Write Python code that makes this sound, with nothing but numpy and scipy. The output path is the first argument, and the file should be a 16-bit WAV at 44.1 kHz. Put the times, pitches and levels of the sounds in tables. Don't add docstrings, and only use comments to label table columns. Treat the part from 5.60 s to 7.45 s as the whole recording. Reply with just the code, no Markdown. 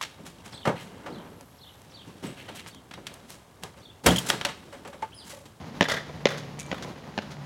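import sys
import numpy as np
from scipy import signal
from scipy.fft import rfft, irfft
from scipy.io import wavfile
from scipy.ndimage import uniform_filter1d

SR = 44100
rng = np.random.default_rng(int(sys.argv[2]) if len(sys.argv) > 2 else 0)


def generate_wav(signal):
    frames = np.transpose(np.atleast_2d(signal))
    scaled = np.clip(frames, -1, 1) * 32767
    pcm = np.round(scaled).astype(np.int16)
    wavfile.write(sys.argv[1], SR, pcm)


N = 81585

# frequency in Hz, relative level in dB.
RUMBLE_EQ = [(25, -39), (45, -8), (70, -3), (115, -2), (220, -0.5), (320, -8.5), (600, -11), (1000, -14),
             (2000, -22.5), (4000, -26), (6700, -32), (8000, -40.5), (10500, -40), (16000, -48.5)]
JOINT_EQ = [(100, -0.5), (500, 7), (1100, -2.5), (2200, -4), (5000, -16.5), (14000, -37.5)]
ECHO_EQ = [(80, -10), (250, -2.5), (600, -0.5), (2000, -0.5), (5000, 2.5), (14000, -3.5)]
# time in seconds, level in dB.
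RUMBLE_RIDE = [(0, -42.5), (.2, -41), (.45, -41.5), (.9, -44), (1.25, -39.5), (1.45, -44), (1.85, -42)]
DRONE_RIDE = [(0, -65), (.25, -39.5), (.42, -46.5), (.8, -41), (1.2, -49.5), (1.5, -60), (1.65, -51),
              (1.82, -39.5)]
# frequency in Hz, relative level in dB, time to die away by 60 dB (t60) in seconds.
DECK_MODES = [(147, 5.5, 0.56), (210, -10, .14)]
WHEEL_MODES = [(83, -2, .09)]
FRAME_MODES = [(364, -12.5, 0.055), (486, -7, 0.077), (646, -6.5, 0.053), (1003, -6.5, 0.047),
               (1310, -21, 0.039), (2240, -7, 0.011)]
METAL_MODES = [(2330, 7, 0.37), (2470, -9, .12), (2670, -9, 0.11), (3780, -13, 0.11), (6560, 2.5, .21),
               (6600, 1, .22), (8200, -12, .12), (9738, -6, 0.13)]
# start in seconds, thump level in dB, clack level in dB.
BUMP_CUES = [(.015, -29, -40), (0.495, -41, -30.5), (1.247, -54, -30), (1.276, -50, -34)]
# start in seconds, relative level in dB.
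RATTLE_CUES = [(.9915, -5), (.9982, -3), (1.0048, -2.5), (1.0105, -9), (1.0175, -9), (1.0305, -12),
               (1.063, -13.5)]
# frequency in Hz, relative level in dB.
TICK_EQ = [(1000, -16), (2400, 8), (4800, -3.5), (7000, 7.5), (10000, -4), (12500, -11), (16000, -28)]
GRIND_EQ = [(100, -2.5), (300, -4.5), (550, 3.5), (950, -2.5), (1200, 0.5), (1450, 1), (1950, -2),
            (2700, -9), (3500, -3), (5000, -16), (7000, -23), (16000, -31)]
SAND_EQ = [(500, -42), (2500, -5.5), (4500, 4), (6500, 2.5), (8000, -8), (11000, -11), (16000, -32)]
# start, rise and t60 in seconds, then the levels of grind,
# sandy hiss and rubber chirp in dB.
SLIP_CUES = [(0.239, 0.0019, 0.036, -27.5, -33.5, -44), (0.252, 0.0015, 0.056, -32, -62, -25),
             (0.282, 0.0059, 0.11, -26, -35, -34), (.296, 0.0038, 0.12, -26, -44, -31),
             (0.314, 0.0052, 0.053, -28.5, -30.5, -31), (0.337, 0.0049, 0.097, -29.5, -42.5, -47),
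             (.363, 0.0043, 0.13, -34.5, -49, -28), (0.685, 0.0026, 0.057, -37, -39, -34.5),
             (.702, 0.0046, 0.24, -33, -48, -38), (.770, 0.011, 0.12, -40.5, -43.5, -57),
             (1.143, 0.002, 0.13, -38.5, -89, -60), (1.177, .004, 0.064, -41.5, -64, -64),
             (1.224, 0.00045, 0.071, -35, -40.5, -61), (1.232, 0.007, 0.047, -42, -45.5, -63),
             (1.618, 0.0011, 0.12, -41.5, -53, -56), (1.701, 0.016, 0.13, -43, -47.5, -75)]
# frequency in Hz, relative level in dB, t60 in seconds.
SOLE_MODES = [(1954, 5, 0.016), (1618, -4.5, 0.047), (3480, -9, 0.025)]
THUD_MODES = [(208, 0.5, 0.032)]
KNOCK_MODES = [(411.5, -1.5, 0.02), (555.6, -0.5, 0.027)]
SLAP_MODES = [(957, -3.5, 0.018), (1350, -5.5, 0.0083), (1887, 0.5, 0.016), (2130, -9.5, 0.0057),
              (2570, -13, 0.019), (3242, -6.5, 0.014), (3570, -16.5, 0.0076), (4855, -14.5, 0.0084),
              (6430, -17.5, 0.01)]
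# frequency in Hz, relative level in dB.
CRACK_EQ = [(150, -12), (600, 8.5), (1100, 0.5), (1800, 4.5), (3500, 1), (5200, -6), (6800, -11),
            (8000, -30), (16000, -38.5)]
SNAP_EQ = [(300, 6), (3000, 6), (5500, -12), (8500, -9), (12500, -25), (16000, -25)]
# start in seconds, levels of thud, knock, slap, crack and snap in dB,
# pitch factor of thud and knock, pitch factor of the slap, tilt of the slap in dB per octave.
SHOE_CUES = [(0.2091, -9, -9.5, -12, -14, -4, 1.01, 0.91, -1),
             (0.2201, -15, -19, -23, -23, -42, 1.05, 1.04, -7),
             (0.227, -17, -23, -23, -19, -34, 1.15, 1.12, -2),
             (0.6554, -13.5, -3, -9.5, -14.5, -40, 1.005, 1.08, 1),
             (0.669, -32, -25, -31, -19.5, -26, 1.32, 1.25, -2),
             (1.1150, -25, -26, -23.5, -27.5, -45, 0.98, 1.05, 2),
             (1.1260, -33, -21, -26.5, -33, -55, .95, 0.747, -4),
             (1.1300, -28, -33, -29, -38, -57, 1.04, .78, -5),
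             (1.5777, -21.5, -24, -22.5, -26, -53, 1.02, 0.92, -5.5),
             (1.5873, -25, -23, -21, -33, -58, 1.04, 0.84, 1.5)]

JOINT_DB, METAL_DB, TICK_DB, ECHO_DB, CRUNCH_DB = -54.5, -49.5, -27.5, -15, -12
FLUTTER_DB, SLAP_PIVOT_HZ, ECHO_BUILD_S = 1.5, 1850, 0.014
DRONE_EVENNESS, DRONE_SWELL_S = 0.76, 0.04
LOW_CUT_HZ, HIGH_CUT_HZ = 72, 15900


def undb(db):
    return 10 ** (np.asarray(db) / 20)


def unit(x):
    return x / np.sqrt(np.mean(x ** 2))


def clock():
    return np.arange(N) / SR


def fade(t60):
    return np.exp(-np.log(1000) * clock() / t60)


def through(x, response):
    return signal.fftconvolve(x, response)[:N]


def at(start, x):
    return np.concatenate([np.zeros(int(start * SR)), x])[:N]


def colour(x, eq):
    hz, db = np.array(eq, float).T
    grid_hz = np.arange(2049) * SR / 4096 + 1
    gain = undb(np.interp(np.log(grid_hz), np.log(hz), db))
    cepstrum = irfft(np.log(gain))
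    causal = np.r_[cepstrum[0], 2 * cepstrum[1:2048], np.zeros(2048)]
    response = irfft(np.exp(rfft(causal)))
    return through(x, response / np.linalg.norm(response))


def ring(modes, pitch=1):
    return sum((-1) ** k * undb(db) * fade(t60) * np.sin(2 * np.pi * hz * pitch * clock())
               for k, (hz, db, t60) in enumerate(modes))


def noise():
    return rng.standard_normal(N)


def grains(per_s, spread_db):
    size = undb(spread_db * np.minimum(rng.exponential(size=N), 4))
    return unit((rng.random(N) < per_s / SR) * size * np.sign(noise()))


def wander(hz):
    width = int(SR / hz)
    return unit(uniform_filter1d(uniform_filter1d(noise(), width), width))


def ride(points):
    return undb(np.interp(clock(), *np.array(points).T))


def plaza_echo(x):
    build = np.minimum(clock() / ECHO_BUILD_S, 1)
    tail = colour(grains(per_s=2500, spread_db=6) * fade(t60=0.63) * build, ECHO_EQ)
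    return x + undb(ECHO_DB) * through(x, tail / np.linalg.norm(tail))


def wheels():
    rumble = colour(noise(), RUMBLE_EQ) * ride(RUMBLE_RIDE) * undb(FLUTTER_DB * wander(hz=30.6))
    deck = unit(irfft(rfft(noise()) * rfft(ring(DECK_MODES)), N))
    swell = np.sqrt(uniform_filter1d(deck ** 2, int(DRONE_SWELL_S * SR)))
    drone = unit(deck / swell ** DRONE_EVENNESS) * ride(DRONE_RIDE)
    ticks = through(grains(per_s=55, spread_db=2.5), noise() * fade(t60=0.011))
    return rumble + drone + undb(JOINT_DB) * unit(colour(ticks, JOINT_EQ))


def bumps():
    thump, clack = ring(WHEEL_MODES), ring(FRAME_MODES)
    return sum(at(start, undb(thump_db) * thump + undb(clack_db) * clack)
               for start, thump_db, clack_db in BUMP_CUES)


def rattle():
    metal = undb(METAL_DB) * ring(METAL_MODES)
    track = 0
    for start, db in RATTLE_CUES:
        tick = undb(TICK_DB) * colour(noise() * fade(t60=0.013), TICK_EQ)
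        track += undb(db) * at(start, metal + tick)
    return track


def scuffs():
    grind, sand, rubber = 0, 0, 0
    for start, rise, t60, grind_db, sand_db, chirp_db in SLIP_CUES:
        age = clock() - start
        slip = np.clip(age / rise, 0, 1) * np.exp(-np.log(1000) * np.maximum(age - rise, 0) / t60)
        grind += undb(grind_db) * slip
        sand += undb(sand_db) * slip
        rubber += undb(chirp_db) * slip
    grit = lambda: grains(per_s=2200, spread_db=2)
    scrape = colour(grind * grit(), GRIND_EQ) + colour(sand * grit(), SAND_EQ)
    sole = ring(SOLE_MODES)
    return scrape + through(rubber * grit(), sole / np.linalg.norm(sole))


def footfalls():
    track = 0
    for start, thud_db, knock_db, slap_db, crack_db, snap_db, pitch, slap_pitch, tilt in SHOE_CUES:
        body = undb(thud_db) * ring(THUD_MODES, pitch) - undb(knock_db) * ring(KNOCK_MODES, pitch)
        tilted_modes = [(hz, slap_db + db + tilt * np.log2(hz / SLAP_PIVOT_HZ), t60)
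                        for hz, db, t60 in SLAP_MODES]
        slap = ring(tilted_modes, slap_pitch)
        crunch_tail = undb(CRUNCH_DB) * fade(t60=0.075)
        crack = undb(crack_db) * colour(noise() * (fade(t60=0.018) + crunch_tail), CRACK_EQ)
        snap = undb(snap_db) * colour(noise() * fade(t60=0.0018), SNAP_EQ)
        track += at(start, body - slap + crack + snap)
    return track


def scene():
    hits = footfalls() + scuffs() + rattle() + bumps()
    return (plaza_echo(hits) + wheels())[None]


def record(dry):
    low_cut = signal.butter(2, LOW_CUT_HZ, "high", fs=SR, output="sos")
    high_cut = signal.ellip(8, .2, 70, HIGH_CUT_HZ, fs=SR, output="sos")
    rounded = np.tanh(signal.sosfilt(low_cut, dry))
    return signal.sosfilt(high_cut, rounded)


dry = scene()
out = record(dry)
generate_wav(out)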